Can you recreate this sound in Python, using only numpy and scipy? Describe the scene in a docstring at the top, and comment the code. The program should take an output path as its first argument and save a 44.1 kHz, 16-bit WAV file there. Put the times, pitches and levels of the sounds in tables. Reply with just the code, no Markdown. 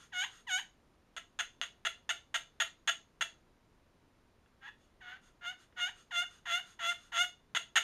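"""A striker is scraped by hand over a small wooden friction turkey call in a quiet, panelled room.
First come two slow, raspy yelps: the tip sticks and slips some 700 times a second and drives the
resonances of the hollow box, brushing faintly on its way back. Hard flicks then make a run of sharp
cuts. After a pause the tip is set down with a tick, a series of yelps grows from soft to loud,
and two more cuts end the calling."""
import sys
import numpy as np
from scipy import signal
from scipy.fft import rfft, irfft
from scipy.io import wavfile
from scipy.ndimage import uniform_filter1d, map_coordinates

SR = 44100
rng = np.random.default_rng(int(sys.argv[2]) if len(sys.argv) > 2 else 0)


def transcribe(u):
    """Save the signal u as a 16-bit wav file named by the first command-line argument.

    u: samples, shape (n,) or (channels, n), limited to [-1, 1]; the rate is SR.
    q: integer samples, one column per channel.
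    """
    v = np.clip(np.atleast_2d(u).T, -1, 1)
    q = np.round(v * 32767).astype(np.int16)
    wavfile.write(sys.argv[1], SR, q)


N = 345300
TIME = np.arange(N) / SR

# spectrum of the room tone and hiss: frequency_hz, relative_density_db
NOISE_SPECTRUM = [(12, -39), (20, -1.5), (64, -4), (139, -8.5), (235, -8.5), (310, -10.5), (347, -10.5),
                  (865, -18.5), (940, -16.5), (1020, -17.5), (6530, -34.5), (12000, -41), (15000, -60)]
# faint steady tones: frequency_hz, level_db
HUM_TONES = [(120, -88), (237, -90.5), (3935, -99), (11800, -102)]
# reverberation time of the room: frequency_hz, t60_s
ROOM_DECAY = [(200, 0.32), (1500, 0.21), (2850, 0.22), (3450, 0.23), (4300, 0.29), (6600, 0.25),
              (12000, 0.17)]
# colour of the reverberation: frequency_hz, gain_db
ROOM_GAIN = [(300, 4.5), (1400, -1.5), (2850, 4), (3450, 1.5), (6600, 1.5), (12000, 9)]

# broad radiation curve of the box: frequency_hz, gain_db
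BOX_RADIATION = [(100, -59), (400, -21), (650, -18), (1050, -7), (1300, -7.5), (2100, -8), (2450, -11.5),
                 (3600, -10.5), (4600, -22.5), (5700, -29), (7200, -24), (9500, -33.5), (12000, -45),
                 (15000, -61)]
# resonances of box and striker, above that curve: centre_hz, width_hz, boost_db
BOX_RESONANCES = [(667.6, 70, 9), (1380, 277, 8.5), (1680, 170, 7), (1887, 110, 9.5), (2078, 160, 4),
                  (2877, 400, 11.5), (3422, 240, 11), (6420, 860, 14), (6653, 140, 11), (8430, 900, 6),
                  (11670, 400, 7)]
# lightly damped modes of the wood: frequency_hz, gain_db, t60_s
WOOD_MODES = [(3530, -4, .42), (3380, -5, 0.24), (6360, -9.5, 0.49)]

# light return strokes: middle_s, length_s, level_db
RETURN_STROKES = [(.01, 0.15, -60.5), (0.349, 0.17, -61.5), (4.833, 0.12, -75.5), (5.261, 0.11, -68),
                  (5.618, 0.088, -64.5), (5.992, 0.12, -64), (6.338, 0.14, -63.5), (6.69, 0.14, -61.5),
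                  (7.032, 0.17, -65)]
# friction noise of the unloaded tip: frequency_hz, gain_db
BRUSH_SPECTRUM = [(600, -19.5), (1400, -0.5), (1700, -8.5), (3400, -6.5), (5000, 8.5), (6600, 2.5),
                  (12000, 12.5), (13000, 11)]
# the tip is set down on the wood: start_s, level_db
TIP_TOUCHES = [(4.46, -55.5), (5.725, -54)]
# dry scraping that goes with the slips: frequency_hz, gain_db
GRIT_SPECTRUM = [(500, -10), (1400, -1), (3400, 2.5), (6600, 6.5), (12000, -3.5)]

# hard flicks: start_s, level_db, length_s, first_slip_hz, relative_snap_db
CUT_STROKES = [(1.1654, -41.5, .018, 846, 11.5), (1.3897, -32.5, 0.021, 854.5, 3.5),
               (1.6144, -40.5, 0.015, 731, 21.5), (1.632, -40, 0.012, 968, -17),
               (1.85, -31.5, 0.024, 917.4, 2), (2.0919, -31.5, 0.022, 891, 6.5),
               (2.342, -30.5, .022, 925.5, 2.5), (2.6007, -29, 0.023, 925, -10.5),
               (2.8745, -28.5, 0.024, 910.4, 1.5), (3.2093, -30.5, 0.018, 976, 5.5),
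               (7.549, -30.5, 0.025, 1027, 6), (7.7562, -24.5, .027, 884, -9)]
# colour of a flick, which also shoves the whole box and so adds a low knock: frequency_hz, gain_db
FLICK_SPECTRUM = [(340, 8), (560, 3.5), (700, -1.5), (870, -4.5), (1300, 0), (5000, 0.5), (6600, 3),
                  (9000, 2.5), (13000, 9.5)]

# slow strokes: start_s, length_s, attack_s, level_db, peak_fraction, swell_db, fade_db,
#   low_pitch_hz, rise_hz, bite_s, flip_hz, opening_roughness, held_roughness (both 0-1)
YELP_STROKES = [(0.118, 0.13, 0.016, -34, 0.6, 15.5, 5.5, 720.3, 26, .011, 290, .18, .08),
                (0.467, 0.13, 0.0076, -32, 0.6, 16, 11, 732.8, 7.7, 0.023, 260, 0.13, .03),
                (4.604, 0.071, .028, -49.5, 0.88, 12, 6, 786.5, 27.6, .002, 125, 0.59, .35),
                (4.672, 0.029, 0.0026, -47, 0.47, 5.5, 13, 835, 5.5, 0.0092, 10.4, 0.14, .5),
                (5.003, 0.17, 0.012, -48.5, 0.6, 8, 11, 719.3, 44, .011, 80, .35, .5),
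                (5.407, 0.13, 0.009, -38.5, 0.56, 21.5, 19.5, 694.3, 58.4, 0.0022, 4.2, .6, 0.09),
                (5.759, .135, .018, -33, 0.55, 17.5, 14.5, 709.4, 14.4, .003, 240, 0.46, 0.07),
                (6.107, .135, 0.0036, -30, 0.63, 18.5, 19.5, 691.8, 16, 0.0097, 99, 0.27, .05),
                (6.454, 0.15, .003, -31, 0.63, 15, 20.5, 680.7, 37.5, 0.011, 128, 0.64, 0.09),
                (6.789, 0.14, 0.0046, -31.5, 0.76, 15, 11.5, 673.6, 28.6, .01, 11.7, 0.6, 0.05),
                (7.118, 0.13, 0.0049, -28, 0.71, 19, 13.5, 677.1, 51.6, 0.0089, 4.5, 0.68, 0)]
# colour of a firm slow stroke, which releases the tip more softly than a flick: frequency_hz, gain_db
FIRM_SPECTRUM = [(700, -1.5), (2200, 0), (2850, 0), (3400, 0), (4400, -4), (5600, -3), (6500, -3.5),
                 (7300, -4.5), (12000, -5), (12800, -36)]
# colour of a slow stroke under light pressure: frequency_hz, gain_db
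LIGHT_SPECTRUM = [(700, 1), (1800, 2), (3400, -9), (4500, -5), (6500, -14), (12000, -39), (13000, -37)]
# hiss of the tip sliding under load: frequency_hz, gain_db
SLIDE_SPECTRUM = [(2500, -20), (4200, 2), (5600, 3), (6500, 2), (7500, 0), (10000, -10), (11900, 0),
                  (12400, -12), (13000, -30)]
# keenness of the tip's edge as its angle changes between strokes: time_s, treble_db
TIP_EDGE = [(.2, 3), (.55, 6), (4.7, 0.5), (5.5, 2), (5.85, 2), (6.5, 3), (7.2, 6)]


def amp(db):
    """Decibels to amplitude ratio."""
    return 10 ** (np.asarray(db) / 20)


def unit(x):
    """x normalised to rms 1."""
    return x / np.sqrt(np.mean(x ** 2) + 1e-20)


def steady(x, size=441):
    """x normalised to a running rms of 1."""
    return x / np.sqrt(np.abs(uniform_filter1d(x ** 2, size)) + 1e-9)


def along(points, hz):
    """Interpolation of (frequency_hz, value) points on a logarithmic frequency axis."""
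    f, v = np.transpose(points)
    return np.interp(np.log(hz + 1), np.log(f), v)


def coloured(x, curve, size=4096):
    """x through the minimum-phase filter whose gain in dB is curve(hz)."""
    cepstrum = irfft(np.log(amp(curve(np.fft.rfftfreq(size, 1 / SR)))))
    cepstrum[1:size // 2] *= 2
    cepstrum[size // 2 + 1:] = 0
    return signal.fftconvolve(x, irfft(np.exp(rfft(cepstrum))))[:len(x)]


def noise(spectrum, count=N):
    """Gaussian noise shaped by a spectrum, at rms 1."""
    return unit(coloured(rng.standard_normal(count), lambda f: along(spectrum, f)))


def wobble(rate, count):
    """Smooth random modulation with rate knots a second."""
    knots = rng.standard_normal(int(count * rate / SR) + 4)
    return map_coordinates(knots, [np.arange(count) * rate / SR])


def add(track, start_s, sound):
    """Superpose a sound on the track from start_s."""
    start = round(start_s * SR)
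    track[start:start + len(sound)] += sound[:N - start]


def background(noise_db=-68.5):
    """Stationary noise floor: broadband room tone with pure tones of hum and whine."""
    hum = sum(amp(db) * unit(np.sin(2 * np.pi * hz * TIME)) for hz, db in HUM_TONES)
    return amp(noise_db) * noise(NOISE_SPECTRUM) + hum


def reverberation(x, send_db=-8.0, delay_s=.003, size=16384):
    """Diffuse wall reflections decay exponentially; their pattern shifts as the hands move each stroke."""
    wet = np.zeros(N)
    starts = sorted([0] + [round(row[0] * SR) for row in YELP_STROKES + CUT_STROKES])
    for start, end in zip(starts, starts[1:] + [N]):
        hz, t, spectra = signal.stft(rng.standard_normal(size), SR, nperseg=256)
        decay = amp(-60 * t / along(ROOM_DECAY, hz)[:, None])
        tail = signal.istft(spectra * decay, SR, nperseg=256)[1]
        echo = signal.fftconvolve(x[start:end], tail / np.linalg.norm(tail))
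        add(wet, start / SR, np.pad(echo, (round(delay_s * SR), 0)))
    return amp(send_db) * coloured(wet, lambda f: along(ROOM_GAIN, f))


def wood_ringing(x, size=16384):
    """Free vibration: lightly damped modes of the wood ring on after each stroke."""
    t, modes = TIME[:size], np.zeros(size)
    for hz, db, t60 in WOOD_MODES:
        decay = amp(-60 * t / t60)
        modes += 2 * amp(db) * decay / decay.sum() * np.cos(2 * np.pi * hz * t)
    return signal.oaconvolve(x, modes)[:N]


def box_db(hz):
    """Frequency response of the box: resonance peaks on a broad radiation curve."""
    peaks = sum(db / (1 + (2 * (hz - centre) / width) ** 2) for centre, width, db in BOX_RESONANCES)
    return along(BOX_RADIATION, hz) + peaks


def drive_box(force, spectrum):
    """Forced vibration: the box filters a force that the contact has coloured with its spectrum."""
    return coloured(force, lambda f: box_db(f) + along(spectrum, f))


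def tick(decay_s, size=4096):
    """Impact excitation: a brief noise burst rings all the box's resonances at once; peak 1."""
    burst = rng.standard_normal(size) * np.exp(-np.arange(size) / SR / decay_s)
    ring = coloured(burst, box_db)
    return ring / np.abs(ring).max()


def return_brushes():
    """Sliding friction: the unloaded tip crosses the grain without catching and only hisses in the box."""
    envelope = sum(amp(db) * np.cos(np.pi * np.clip((TIME - middle_s) / length_s, -.5, .5))
                   for middle_s, length_s, db in RETURN_STROKES)
    return envelope * unit(drive_box(rng.standard_normal(N), BRUSH_SPECTRUM))


def touches(cutoff_hz=2200):
    """Soft impact: setting the tip down gives a small, dull tick."""
    track = np.zeros(N)
    for start_s, db in TIP_TOUCHES:
        add(track, start_s, amp(db) * tick(decay_s=0.0042))
    return signal.sosfilt(signal.butter(2, cutoff_hz, fs=SR, output="sos"), track)


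def stick_slip(hz, rough, wander, scatter, uneven_db, grit):
    """Relaxation oscillation: one impulse a slip; roughness scatters times and sizes and adds grit."""
    count = len(hz)
    cycles = np.cumsum(hz * (1 + wander * rough * wobble(300, count))) / SR
    slip_at = np.interp(np.arange(1, cycles[-1]), cycles, np.arange(count))  # in samples
    slip_rough, period = rough[slip_at.astype(int)], SR / hz[slip_at.astype(int)]
    jitter, shimmer = rng.standard_normal((len(slip_at), 2)).T
    slip_at = slip_at + scatter * slip_rough * period * jitter
    strength = -amp(uneven_db * slip_rough * shimmer)
    # a windowed sinc places each impulse between samples
    taps = slip_at.astype(int)[:, None] + np.arange(-7, 9)
    offset = taps - slip_at[:, None]
    pulse = np.sinc(offset) * np.cos(np.pi * offset / 16) ** 2
    impulses = np.bincount(np.clip(taps, 0, count - 1).ravel(), (strength[:, None] * pulse).ravel(), count)
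    scrape = noise(GRIT_SPECTRUM, count) * np.cos(np.pi * cycles) ** 2
    return unit(impulses) + grit * rough * unit(scrape)


def cuts(bitten_hz=689.5, release_s=0.0016, swell_db=3, size=4096):
    """Static friction gives way with a snap, and the tip skids through a short, rough, falling squeal."""
    track, t = np.zeros(N), np.arange(size) / SR
    for start_s, db, length_s, first_hz, snap_db in CUT_STROKES:
        travel = np.clip(t / length_s, 0, 1)
        hz = np.interp(travel, [.35, .72], [first_hz, bitten_hz])  # slips slow as the tip bites
        rough = np.interp(travel, [0, .45], [.78, .48])  # the coarse grip settles
        envelope = amp(swell_db * (travel - 1)) * np.exp(-np.maximum(t - length_s, 0) / release_s)
        force = envelope * stick_slip(hz, rough, wander=.07, scatter=.1, uneven_db=4, grit=.67)
        skid = drive_box(force, FLICK_SPECTRUM)
        skid_rms = np.sqrt(np.sum(skid ** 2) / (length_s * SR))
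        snap = amp(snap_db) * tick(decay_s=0.00028)
        add(track, start_s, amp(db) * (skid / skid_rms + snap))
    return track


def yelp_stroke(t, shape, free_hz=1027, sag_hz=22.11, flip_s=.011, loosen_s=.015, release_s=.0054):
    """Load governs slip rate: the pitch drops as the tip bites, rises as it clears, flips at the lift."""
    (length_s, attack_s, stroke_db, peak_at, swell_db, fade_db,
     low_hz, rise_hz, bite_s, flip_hz, opening_rough, held_rough) = shape
    contact = np.clip(t / attack_s, 0, 1) * np.clip(1 - (t - length_s) / release_s, 0, 1)
    t = np.clip(t, 0, length_s)
    travel, left_s = t / length_s, length_s - t
    swelling = np.minimum(travel / peak_at, 1)
    fading = np.maximum((travel - peak_at) / (1 - peak_at), 0)
    lift_hz = flip_hz * np.exp(-left_s / flip_s)
    level_db = stroke_db - swell_db * (1 - swelling) ** 1.4 - fade_db * fading ** 1.5
    level_db += 0.0067 * lift_hz  # the tip speeds up as it flips off, which makes it louder
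    held_hz = low_hz + np.interp(travel, [0, .42, .84], [sag_hz, 0, rise_hz])
    hz = held_hz + (free_hz - held_hz) * np.exp(-(t / bite_s) ** 2) + lift_hz
    rough = np.interp(swelling, [.6, .82], [opening_rough, held_rough])
    rough += .5 * np.exp(-(left_s / loosen_s) ** 2)  # the grip loosens just before the lift
    return level_db, hz, np.clip(rough, 0, 1), contact


def hand_motion():
    """The hand modulates level, slip rate, roughness and contact through each slow stroke in turn."""
    controls = np.zeros((4, N))
    for k, (start_s, *shape) in enumerate(YELP_STROKES):
        now = TIME >= (start_s if k else 0)
        controls[:, now] = yelp_stroke(TIME[now] - start_s, shape)
    return controls


def tip_edge(x, split_hz=5200):
    """A sharper contact excites higher frequencies: a keener edge of the tip adds treble."""
    treble = signal.sosfiltfilt(signal.butter(3, split_hz, "high", fs=SR, output="sos"), x)
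    treble_gain = amp(np.interp(TIME, *np.transpose(TIP_EDGE)))
    return x + (treble_gain - 1) * treble


def yelps(light_db=-52.0, firm_db=-33.5, tripling_depth=0.15, rasp_hz=908, rasp_gain=0.32):
    """Self-excited friction oscillation drives the box: raspy when loose, brighter under pressure."""
    level_db, hz, rough, contact = hand_motion()
    # period tripling: under a loose grip the slips fall into groups of three
    triplets = np.sin(2 * np.pi * np.cumsum(hz) / SR / 3 + .5 * wobble(60, N))
    slip_hz = hz * (1 + tripling_depth * rough * triplets)
    force = stick_slip(slip_hz, rough, wander=.018, scatter=.045, uneven_db=3, grit=.37)
    # a second, higher vibration competes with the main one and makes the rasp
    upper_hz = rasp_hz * (1 + .015 * wobble(25, N))
    upper = stick_slip(upper_hz, rough, wander=.018, scatter=.08, uneven_db=6, grit=.2)
    force += rasp_gain * rough * coloured(upper, lambda f: along(LIGHT_SPECTRUM, f))
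    light = steady(drive_box(force, LIGHT_SPECTRUM))
    firm = steady(drive_box(force, FIRM_SPECTRUM))
    pressure = np.clip((level_db - light_db) / (firm_db - light_db), 0, 1)
    squeal = steady(pressure * firm + (1 - pressure) * light)
    hiss = amp(-27) * (0.51 + 0.34 * pressure) * noise(SLIDE_SPECTRUM)
    return contact * amp(level_db) * tip_edge(squeal + hiss)


def scene():
    """Superposition of the call's direct sound, the ringing wood, the reverberation and the room tone."""
    call = yelps() + cuts() + return_brushes() + touches()
    return (call + wood_ringing(call) + reverberation(call) + background())[None]


def record(dry, notch_hz=7880, notch_width_hz=280, notch_db=-20, cutoff_hz=15400):
    """Filtering: a notch makes one narrow dip in the treble and a steep low-pass limits the band."""
    notched = coloured(dry[0], lambda f: notch_db / (1 + (2 * (f - notch_hz) / notch_width_hz) ** 4))
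    low_pass = signal.ellip(10, .1, 80, cutoff_hz, fs=SR, output="sos")
    return signal.sosfilt(low_pass, notched)[None]


dry = scene()
out = record(dry)
transcribe(out)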